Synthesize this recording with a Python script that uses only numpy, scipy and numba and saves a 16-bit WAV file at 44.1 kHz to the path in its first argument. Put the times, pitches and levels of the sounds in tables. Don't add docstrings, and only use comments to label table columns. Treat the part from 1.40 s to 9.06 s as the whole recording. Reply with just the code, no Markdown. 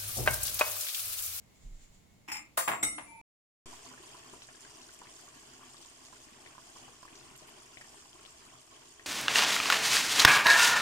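import sys
import numpy as np
from scipy import signal
from scipy.fft import rfft, irfft
from scipy.io import wavfile
from scipy.ndimage import uniform_filter1d
from numba import njit

SR = 44100
rng = np.random.default_rng(int(sys.argv[2]) if len(sys.argv) > 2 else 0)


def inscribe(sig):
    pcm = np.round(np.clip(np.atleast_2d(sig).T, -1, 1) * 32767)
    wavfile.write(sys.argv[1], SR, pcm.astype(np.int16))


N = 337806
T = np.arange(N) / SR
DROPOUT_S, RETURN_S = 1.8142, 2.258

# start_s [s], level_db [dB], pitch_hz [Hz], left_minus_right_db [dB]
PLOP_EVENTS = [(2.329, -47, 970, -13), (2.462, -51, 1020, -10), (2.514, -51.5, 1020, -11),
               (2.537, -45.5, 1480, 0), (2.577, -45.5, 1720, -7), (2.747, -47, 996, -6),
               (2.937, -49, 950, -1), (3.02, -43.5, 2900, 10), (3.087, -46, 1720, -4),
               (3.112, -53, 1420, 0), (3.147, -50.5, 1660, 4), (3.249, -48, 1620, 10),
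               (3.491, -48.5, 1520, 2), (3.616, -43.5, 960, -1), (3.67, -48, 2160, 4),
               (3.879, -47, 1140, 0), (4.21, -53, 1130, 3), (4.231, -47.5, 1130, 4),
               (4.344, -48.5, 1135, 5), (4.727, -48, 1013, -11), (5.061, -40.5, 2380, 6),
               (5.151, -49, 1065, -8), (5.18, -43, 1034, -5), (5.36, -45, 1110, -3), (5.48, -48.5, 820, 7),
               (5.629, -47, 1020, -9), (5.652, -46, 1110, .6), (5.679, -46, 1720, 3),
               (5.952, -45, 2950, -8), (6.023, -55, 640, 15), (6.088, -53, 930, 4), (6.151, -58, 3280, -11),
               (6.371, -40, 2140, 7), (6.412, -41.5, 1870, 1), (6.335, -55, 1330, 0), (6.443, -49, 1790, 0),
               (6.502, -53.5, 910, 0), (6.652, -56, 1000, .6), (6.73, -48, 3100, 10),
               (6.754, -53, 1040, -2), (6.851, -41.5, 3000, 11.5), (6.88, -61, 1070, 1),
               (7.595, -43.5, 1840, 3)]


def bursting_bubbles():
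    s, db, hz, pan_db = with_faint(PLOP_EVENTS, per_s=22, lo_hz=700, hi_hz=2600,
                                   top_db=-54, range_db=7, pan_range_db=16)
    cycles = hz * .0052 * np.clip(1750 / hz, 0, 1) ** 5
    note = bubbles(s, hz, np.maximum(cycles, 2.5), 0.04, db, pan_db, 0.17)
    slump = bubbles(s, 0.31 * hz, 1.1, .1, db - 10.5, pan_db / 2, 0.32)
    splash_db = db - 5.0 + 2.6 * (hz > 1850)
    splash = spray(s, 1.28 * hz, splash_db, pan_db, spread_ms=14., cycles=2.6, width=0.62, count=7)
    click = bubbles(s, 1.5 * hz, 0.35, .1, db - 14.5, pan_db, 0.18)
    return note + slump + splash + click


def snapping_films():
    where, pitch, luck, place = rng.random((500, 4)).T
    db = -58 - 3.2 * np.log(luck + 0.03)
    return bubbles(where * N / SR, 300 * 5.5 ** pitch, 0.52, 0.081, db, 1.9, 0.37 * place)


# start_s [s], level_db [dB], pitch_hz [Hz]
GULP_EVENTS = [(2.602, -46.5, 370), (2.933, -42.5, 390), (3.603, -62, 440), (3.756, -54, 370),
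               (5.357, -59, 334), (5.727, -50, 288), (5.814, -52, 355), (6.018, -53, 340),
               (6.748, -51, 342), (7.071, -55.5, 257)]


def gulps():
    s, db, hz = with_faint(GULP_EVENTS, per_s=4, lo_hz=240, hi_hz=400, top_db=-52, range_db=8)
    return bubbles(s, hz, 2.4, 0.088, db, 5.3, 0.42)


# start_s [s], level_db [dB, relative], pitch_hz [Hz],
# left_minus_right_db [dB]
SPIT_EVENTS = [(2.3125, -43, 8140, 9), (2.456, -43, 6700, -12), (2.4874, -38, 7350, -3),
               (2.7688, -44, 4840, 4), (2.9322, -46.5, 8400, 16), (3.0232, -42, 5350, -7),
               (3.07, -42.5, 7200, 4), (3.1566, -44, 7400, 8), (3.2068, -46, 8650, 9),
               (3.305, -45, 7200, -1.5), (3.4163, -40.5, 5600, 6), (3.536, -42, 8350, 13),
               (3.5902, -40, 7200, 2), (3.805, -49, 6310, 6), (4.1338, -43, 7050, 1),
               (4.2669, -50, 7190, 5), (4.2983, -54, 6540, -1.5), (4.3675, -44.5, 5060, 10),
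               (4.426, -46.5, 4900, 17), (4.6505, -40.5, 5300, -4), (5.2441, -50, 7300, -.6),
               (5.369, -43, 5260, -.6), (5.754, -40, 5470, 5), (5.7979, -43, 5360, 3),
               (5.8987, -46, 8160, 11), (5.9605, -41, 9600, 6), (6.0734, -48, 9100, 20),
               (7.052, -42, 9100, 6)]


def spits():
    s, db, hz, pan_db = with_faint(SPIT_EVENTS, per_s=14, lo_hz=5000, hi_hz=11000,
                                   top_db=-49, range_db=9, pan_range_db=14)
    spit = bubbles(s, hz, 5, .05, db - 3, pan_db, .13)
    return spit + spray(s, hz, db - 7.0, pan_db, spread_ms=28., cycles=6.0, width=0.7, count=12)


def plops(room):
    pops = bursting_bubbles() + snapping_films() + gulps() + spits()
    return pops + undb(-9.0) * through(pops.mean(axis=0), room[:, :4000])


def froth_bubbles():
    where, pitch, luck, place, life = rng.random((30000, 5)).T
    s = where * N / SR
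    hz = 90 * (15500 / 90) ** (pitch ** .62)
    at = (s * SR).astype(int)
    small = np.clip(np.log2(hz / 2500), 0, 1)
    burst_db = 3.5 * np.tanh((1 - small) * walk(14)[at] + small * walk(35)[at])
    db = 4.52 * np.log2(hz / 1000) - (3.6 - 0.82 * small) * np.log(luck + 0.04) + burst_db
    cycles = 3.74 + (4.7 + 5.8 * small) * life
    return bubbles(s, hz, cycles, 0.36, db, 10.0 * (place - .5), 0.16 + 0.77 * (place - .5))


# [dB per Hz, relative]
SIMMER_COLOUR = [(25, -7.5), (60, 7.5), (200, -6), (400, 4.5), (800, 1), (1500, -3), (3000, -12), (5000, 0),
                 (8000, -1.5), (10500, -10), (13500, -17.5), (14800, -12.5), (15300, -23), (16000, -99)]
# pitch_hz [Hz], width_hz [Hz], left_db [dB], right_db [dB]
PAN_AIR_MODES = [(138, 18.5, 15, 10.5), (256, 22, 11.5, 8), (335, 64, 2.5, 6), (531, 52, -22.5, -16.5),
                 (647, 193, 5.5, -12.5), (944, 71, -5, 5), (1120, 125, 3.5, 9), (1250, 120, -6, -0.5),
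                 (1776, 22, 7.5, 5), (3046, 1490, 17, 16), (3850, 1040, -8, -4.5), (7040, 990, -6.5, 8.5),
                 (8610, 1500, 7, -4.5)]


def simmer(room):
    boil_gain_db, sizzle_gain_db = -57, -56.5
    fade_db_per_s, first_db, first_s = -0.3547, 4, 0.18
    since = np.clip(T - RETURN_S, 0, None)
    slow_db = fade_db_per_s * since + first_db * np.exp(-since / first_s)
    froth = level(froth_bubbles(), 0)
    fizz = level(ports(550), -0.46) * undb(0.88 * walk(10))
    near = froth + fizz
    near = near + undb(-10.0) * through(near.mean(axis=0), room[:, :4000])
    colour = [response(SIMMER_COLOUR, [(f, w, g[side]) for f, w, *g in PAN_AIR_MODES]) for side in (0, 1)]
    pan = level(through(near, colour), 2.81)
    sizzle = signal.sosfiltfilt(signal.butter(2, 3800, "highpass", fs=SR, output="sos"), pan)
    boil = pan - sizzle
    return (boil * undb(boil_gain_db) + sizzle * undb(sizzle_gain_db)) * undb(slow_db)


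# start_s [s], level_db [dB, relative], ring_db [dB above the contact noise]
SPOON_HITS = [(0.879, -47.5, -9), (0.8835, -38.5, -11.5), (0.892, -44.5, -11), (0.900, -40.5, -12.5),
              (0.9135, -49.5, -0.5), (0.917, -39, 2), (0.926, -41.5, 2), (0.942, -40.5, -2.5),
              (0.955, -43.5, -5), (0.967, -44, 2), (0.979, -49.5, -2.5), (0.992, -51, -5.5),
              (1.003, -53, -9), (1.02, -62, -1), (1.05, -62.5, -2.5)]
# pitch_hz [Hz], level_db [dB], t60_s [s]
SPOON_MODES = [(830, -8, .2), (2110, -8, .12), (2396, -8, .1), (2600, -8, .12), (5227, -1, .1),
               (5420, -1, .07), (5700, -8, .06), (6830, -8, .08), (7031, -3, .07), (7230, -6, .14),
               (7714, -9, .07), (8635, -13, .16), (9109, -13, .08), (10190, -8, .06), (12100, -14, .06),
               (12640, -11, .07), (14770, -5, .06)]
# [dB per Hz, relative]
SPOON_SCRAPE = [(59, -39.5), (100, -22), (315, -3), (547, -28), (836, 0.5), (1610, -5.5), (2370, 2.5),
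                (4670, -29.5), (5420, -16.5), (10500, -29), (11200, -30), (15000, -24), (16000, -48.5)]


def spoon():
    modes = SPOON_MODES + shimmer(25, 2500, 7500, top_db=-15, t60=.08)
    return struck(SPOON_HITS, modes, SPOON_SCRAPE, rise_ms=1.5, noise_ms=10.0, damped_s=1.07)


# start_s [s], level_db [dB, relative], ring_db [dB above the contact noise]
LID_HITS = [(1.171, -33.5, -6.5), (1.174, -30, 3.5), (1.179, -35, -9), (1.192, -34, -8),
            (1.206, -37.5, -10.5), (1.222, -41.5, -9.5), (1.278, -33.5, -1)]
# pitch_hz [Hz], level_db [dB], t60_s [s]
LID_MODES = [(4554, -22, .22), (5270, -24, .45), (5814, -26, .4), (6089, -23, .4), (6783, -18, .29),
             (6977, -13, .15), (7489, -19, 2.5), (7870, -13, .18), (8156, -14, .19), (8220, -21, .35),
             (8586, -13, .19), (8980, -18, .25), (9103, -10, .13), (9259, -15, .16), (9487, -18, .3),
             (9744, -17, .25), (10080, -20, .17), (10345, -13, .13), (10996, -7, .24), (11700, -14, .25),
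             (11990, -20, .26), (12500, -11, .14), (13150, -17, .3), (13670, -12, .14), (13880, -19, .26),
             (14170, -19, .25), (14580, -16, .13), (15210, -18, .25), (15460, -12, .12), (15658, -14, .22)]
# [dB per Hz, relative]
LID_CRASH = [(59, -60.5), (100, -36.5), (358, -16), (524, -4.5), (691, -7), (1100, 3.5), (1480, -5),
             (1610, -1), (3050, -15.5), (3400, -19.5), (3700, -37.5), (7290, -15), (16000, -26)]


def lid():
    modes = LID_MODES + shimmer(110, 3000, 15600, top_db=-22, t60=.38)
    return struck(LID_HITS, modes, LID_CRASH, rise_ms=.7, noise_ms=12.5, damped_s=1.43)


# start_s [s], level_db [dB, relative], ring_db [dB above the contact noise]
DISH_HITS = [(1.4265, -36, 2), (1.4288, -30, 4.5), (1.440, -39, -0.5)]
# pitch_hz [Hz], level_db [dB], t60_s [s]
DISH_MODES = [(290, -15, .19), (668, -24, .25), (856, -16, .19), (1272, -15, .32), (1357, -24, .5),
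              (2083, -4, .1), (2089, -14, .8), (2143, -9, .15), (2880, -23, .3), (3731, -24, .37),
              (3760, -13, .28), (4700, -30, .4), (5098, -32, .27), (5550, -24, .16), (5708, -15, .42),
              (6315, -24, .17), (6417, -36, .5), (6600, -32, .4), (6804, -17, .42), (7413, -30, .3),
              (7988, -5, .27), (8071, -16, .48), (8383, -8, .31), (8549, -25, .6), (8617, -12, .42),
              (9258, -12, .25), (9959, -17, .85), (10420, -31, .55), (10620, -30, .45), (12100, -26, .24),
              (12560, -14, .09), (12790, -34, .2), (13090, -17, .16), (13600, -26, .25), (13720, -27, .12),
              (14020, -22, .22), (14540, -31, .25), (15230, -22, .23), (15500, -30, .12)]
# [dB per Hz, relative]
DISH_CLINK = [(59, -42.5), (100, -38.5), (350, -1), (1800, -6.5), (2080, -11), (2370, -12), (3780, -5.5),
              (4290, -22), (8110, 5), (11400, -19), (16000, -32.5)]


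def dish():
    modes = DISH_MODES + shimmer(40, 1000, 10700, top_db=-28, t60=.32)
    return struck(DISH_HITS, modes, DISH_CLINK, rise_ms=0.99, noise_ms=15.0)


# start_s [s], level_db [dB, relative], ring_db [dB above the contact noise]
KNOCK_HITS = [(1.174, -40, 8.5), (1.2765, -27, -4.5), (1.280, -33, -6.5), (1.291, -41, -4),
              (1.315, -38.5, -4.5), (1.335, -38.5, 1.5), (1.581, -36.5, -13)]
# pitch_hz [Hz], level_db [dB], t60_s [s]
WORKTOP_MODES = [(770, -5.5, .13), (885, -2, .11), (1000, -5, .09), (1130, -5, .12), (1190, -3, .1),
                 (1497, -9, .1), (1944, -12.5, .1), (2460, -15, .08)]
# [dB per Hz, relative]
DULL_THUD = [(60, -32.5), (124, -12.5), (300, -6), (500, -11.5), (850, 1.5), (1200, -1.5), (2600, -7.5),
             (3600, -17.5), (4600, -30.5), (8000, -31.5), (16000, -51)]


def knocks():
    modes = WORKTOP_MODES + shimmer(24, 600, 1700, top_db=-6, t60=.15)
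    return struck(KNOCK_HITS, modes, DULL_THUD, rise_ms=1.9, noise_ms=20.8)


# start_s [s], level_db [dB, relative], ring_db [dB above the contact noise]
POT_HITS = [(1.675, -55, 3.6)]
CUP_HITS = [(1.66, -60, 6.5), (1.705, -57, 6.6)]
# pitch_hz [Hz], level_db [dB], t60_s [s]
POT_MODES = [(884, -4, 2.5), (915, 0, 2.5)]
CUP_MODES = [(2336, 0, .7), (2546, -15, 1.1)]


def pot():
    return struck(POT_HITS, POT_MODES, DULL_THUD, rise_ms=25.0, noise_ms=5.9)


def cup():
    return struck(CUP_HITS, CUP_MODES, DULL_THUD, rise_ms=15.0, noise_ms=3.0)


def clatter(room):
    contact, ring = np.sum([spoon(), lid(), knocks(), dish(), pot(), cup()], axis=0)
    wet = undb(-5.5) * contact.mean(axis=0) + undb(-8.0) * ring[0]
    return (contact + ring) * undb([[1.2], [-1.2]]) + through(wet, room)


def struck(blows, modes, noise, rise_ms, noise_ms, damped_s=9):
    uneven_db = 2.0
    first, last = int(blows[0][0] * SR), int(DROPOUT_S * SR) + 1
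    t = T[first:last]
    since = np.array([np.clip(t - s, 0, 2) for s, *_ in blows])
    _, db, ring_db = (np.array(c)[:, None] for c in zip(*blows))
    bursts = np.sum(undb(db) * np.exp(-since / noise_ms * 1000) * (since > 0), axis=0)
    grit = rng.exponential(size=len(t) // 40 + 1)
    bursts *= uniform_filter1d(np.repeat(grit ** 0.39, 40), size=20)[:len(t)]
    fed = (undb(db + ring_db) * (1 - np.exp(-since / rise_ms * 1000))) ** 2
    ring = np.zeros((2, len(t)))
    chance = rng.uniform(-0.73, 1, (len(modes), 2 + len(blows)))
    for (f, mode_db, t60), (turn, split, *jolts) in zip(modes, chance):
        jolts = np.array(jolts)
        share = undb(mode_db + uneven_db * np.sin(9 * jolts)) ** 2
        size = np.sqrt(share @ (fed * np.exp(-2 * np.log(1000) * since / t60)))
        lead = min(f / 900, 1) * np.array([[0], [np.pi / 2 * np.sign(turn) + 0.72 * turn]])
        phase = 2 * np.pi * f * t + 2.92 * jolts @ (since > 0)
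        twin = np.sin(phase + 2 * np.pi * f * 0.004 * split * t - lead)
        ring += size * (np.sin(phase + lead) + 0.51 * twin)
    ring *= np.exp(-np.clip(t - damped_s, 0, 1) / 0.01)
    pad = (first, N - last)
    contact = through(np.pad(bursts, pad) * ports(400), response(noise))
    return contact, np.pad(ring, ((0, 0), pad))


def shimmer(count, lo_hz, hi_hz, top_db, t60):
    return [(lo_hz + (hi_hz - lo_hz) * a, top_db - 8 * b, t60 * (1 + c) / 2)
            for a, b, c in rng.random((count, 3))]


# start_s [s, at the peak], level_db [dB, relative], half_length_s [s]
SWING_EVENTS = [(.27, -39, 0.022), (.34, -40.5, 0.04), (.44, -50, 0.022), (.505, -53, 0.013),
                (.57, -58, 0.022)]


def hand_swing():
    hz = np.interp(T, (0.303, 0.36), (32.6, 22.3))
    return swells(SWING_EVENTS) * np.sin(2 * np.pi * np.cumsum(hz) / SR)


# [dB, relative]
RUMBLE_CURVE = [(0, -61), (.15, -71), (.26, -55.5), (.45, -69), (.7, -63.5), (1.6, -75.5), (1.81, -65)]


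def hand_rumble():
    rumble_db, = curves(RUMBLE_CURVE)
    return undb(rumble_db) * level(band(ports(150), 20, 140), 0)


# start_s [s, at the peak], level_db [dB, relative], half_length_s [s]
RUSTLE_EVENTS = [(.25, -72.5, 0.08), (.42, -68, 0.062), (.57, -78, 0.07), (1.6, -69, 0.12)]


def cloth():
    rustle = level(band(ports(300), 6600, 7600), 0) + level(band(ports(300), 1500, 7600), -1.0)
    steady_gain_db = -78.5
    return (undb(steady_gain_db) + swells(RUSTLE_EVENTS)) * undb(1.5 * walk(34)) * rustle


# [dB per Hz, relative]
ROOM_COLOUR = [(24, -36), (40, -16), (198, -10.5), (295, -13), (326, -17), (499, -19), (566, -21),
               (625, -20), (1660, -29), (2070, -24), (2350, -28), (4500, -31), (15700, -39)]


def room_tone():
    return level(through(ports(300), response(ROOM_COLOUR)), -65.5) * undb(0.71 * walk(13))


def whine():
    return undb(-83.5) * np.sqrt(2) * np.sin(2 * np.pi * 2180 * T)


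def quiet_kitchen():
    handling = (hand_swing() + hand_rumble()) * undb([[-1.2], [1.2]])
    return room_tone() + handling + whine() + cloth()


# pitch_hz [Hz], t60_s [s]
KITCHEN_DECAY = [(125, 0.88), (500, 0.46), (1000, 0.33), (2000, 0.3), (4000, 0.18), (8000, 0.18),
                 (14000, 0.085)]


def kitchen():
    t = np.arange(SR // 2) / SR
    hz, t60 = np.transpose(KITCHEN_DECAY)
    noise = ports(450)[:, :len(t)]
    tail = 0
    for f in 63 * 2. ** np.arange(9):
        decay = undb(-60 * t / np.interp(np.log(f), np.log(hz), t60))
        tail = tail + band(noise, f / np.sqrt(2), f * np.sqrt(2)) * decay
    tail = tail * np.clip(t / 0.0029, 0, 1)
    return tail / np.sqrt(np.sum(tail ** 2) / 2)


@njit
def grains(n, start, hz, cycles, glide, size):
    out = np.zeros(n)
    for k in range(len(start)):
        i = int(np.ceil(start[k]))
        s = -hz[k] / cycles[k] / SR + 2j * np.pi * hz[k] / SR
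        z, p = size[k] * np.exp(s * (i - start[k])), np.exp(s)
        length = int(5 * cycles[k] * SR / hz[k])
        turn = np.exp(2j * np.pi * hz[k] * glide[k] / SR / length)
        for j in range(i, min(i + length, n)):
            out[j] += z.imag
            z *= p
            p *= turn
    return out


def bubbles(s, hz, cycles, glide, db, pan_db, lag_ms):
    one = np.ones_like(s)
    heard = []
    for side in (-1, 1):
        start = (s + (.5 + side * lag_ms / 2) / 1000) * SR
        heard.append(grains(N, start, hz, cycles * one, glide * one, undb(db - side * pan_db / 2)))
    return np.array(heard)


def spray(s, hz, db, pan_db, spread_ms, cycles, width, count):
    late, ratio, luck = rng.random((len(s), 3 * count)).reshape(-1, 3).T
    s, hz, db, pan_db = (np.repeat(c, count) for c in (s, hz, db, pan_db))
    start = s + spread_ms / 1000 * late ** 2
    return bubbles(start, hz * (0.626 + width * ratio), cycles, 0.17, db - 6 * luck, pan_db, 0.15)


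def with_faint(table, per_s, lo_hz, hi_hz, top_db, range_db, pan_range_db=0):
    where, pitch, luck, place = rng.random((int(per_s * N / SR), 4)).T
    faint = [where * N / SR, top_db - range_db * luck,
             lo_hz * (hi_hz / lo_hz) ** pitch, pan_range_db * (place - .5)]
    return [np.append(clear, more) for clear, more in zip(np.transpose(table), faint)]


def swells(events):
    return sum(undb(db) * np.exp(-((T - s) / half) ** 2) for s, db, half in events)


def walk(rate):
    k = int(SR / rate)
    steps = np.repeat(rng.standard_normal(N // k + 1), k)
    return 1.5 * uniform_filter1d(uniform_filter1d(steps, k), k)[:N]


def ports(alike_hz):
    mid, side = rng.standard_normal((2, N))
    side = signal.sosfilt(signal.butter(1, alike_hz, "highpass", fs=SR, output="sos"), side)
    return np.array([mid + side, mid - side]) / np.sqrt(2)


def response(points, bells=()):
    hz = np.arange(4097) * SR / 8192 + 1
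    db = np.interp(np.log(hz), np.log(np.array(points)[:, 0]), np.array(points)[:, 1])
    db = db + sum(g / (1 + (2 * (hz - f) / w) ** 2) for f, w, g in bells)
    cep = irfft(db * np.log(10) / 20)
    cep[1:4096] *= 2
    cep[4097:] = 0
    h = irfft(np.exp(rfft(cep)))[:4096]
    return h / np.sqrt(np.sum(h ** 2))


def through(x, h):
    return signal.fftconvolve(np.atleast_2d(x), np.atleast_2d(h), axes=1)[:, :N]


def band(x, lo_hz, hi_hz):
    sos = signal.butter(2, [lo_hz, min(hi_hz, .45 * SR)], "bandpass", fs=SR, output="sos")
    return signal.sosfilt(sos, x)


def undb(db):
    return 10 ** (np.asarray(db) / 20)


def level(x, db):
    return x * undb(db) / np.sqrt(np.mean(x ** 2))


def curves(table):
    s, *columns = np.transpose(table)
    return [np.interp(T, s, c) for c in columns]


def scene():
    room = kitchen()
    before, after = T < DROPOUT_S, T >= RETURN_S
    pan_top = signal.ellip(8, .2, 40, 15400, fs=SR, output="sos")
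    pan = signal.sosfilt(pan_top, simmer(room) + plops(room))
    return before * (quiet_kitchen() + clatter(room)) + after * pan


def record(dry):
    offset_db, drain_s, top_hz = -48.5, .09, 16823
    since = T - RETURN_S
    settle = -undb(offset_db) * np.exp(-np.abs(since) / drain_s) * (since >= 0)
    return signal.sosfilt(signal.ellip(8, .2, 70, top_hz, fs=SR, output="sos"), dry + settle)


dry = scene()
out = record(dry)
inscribe(out)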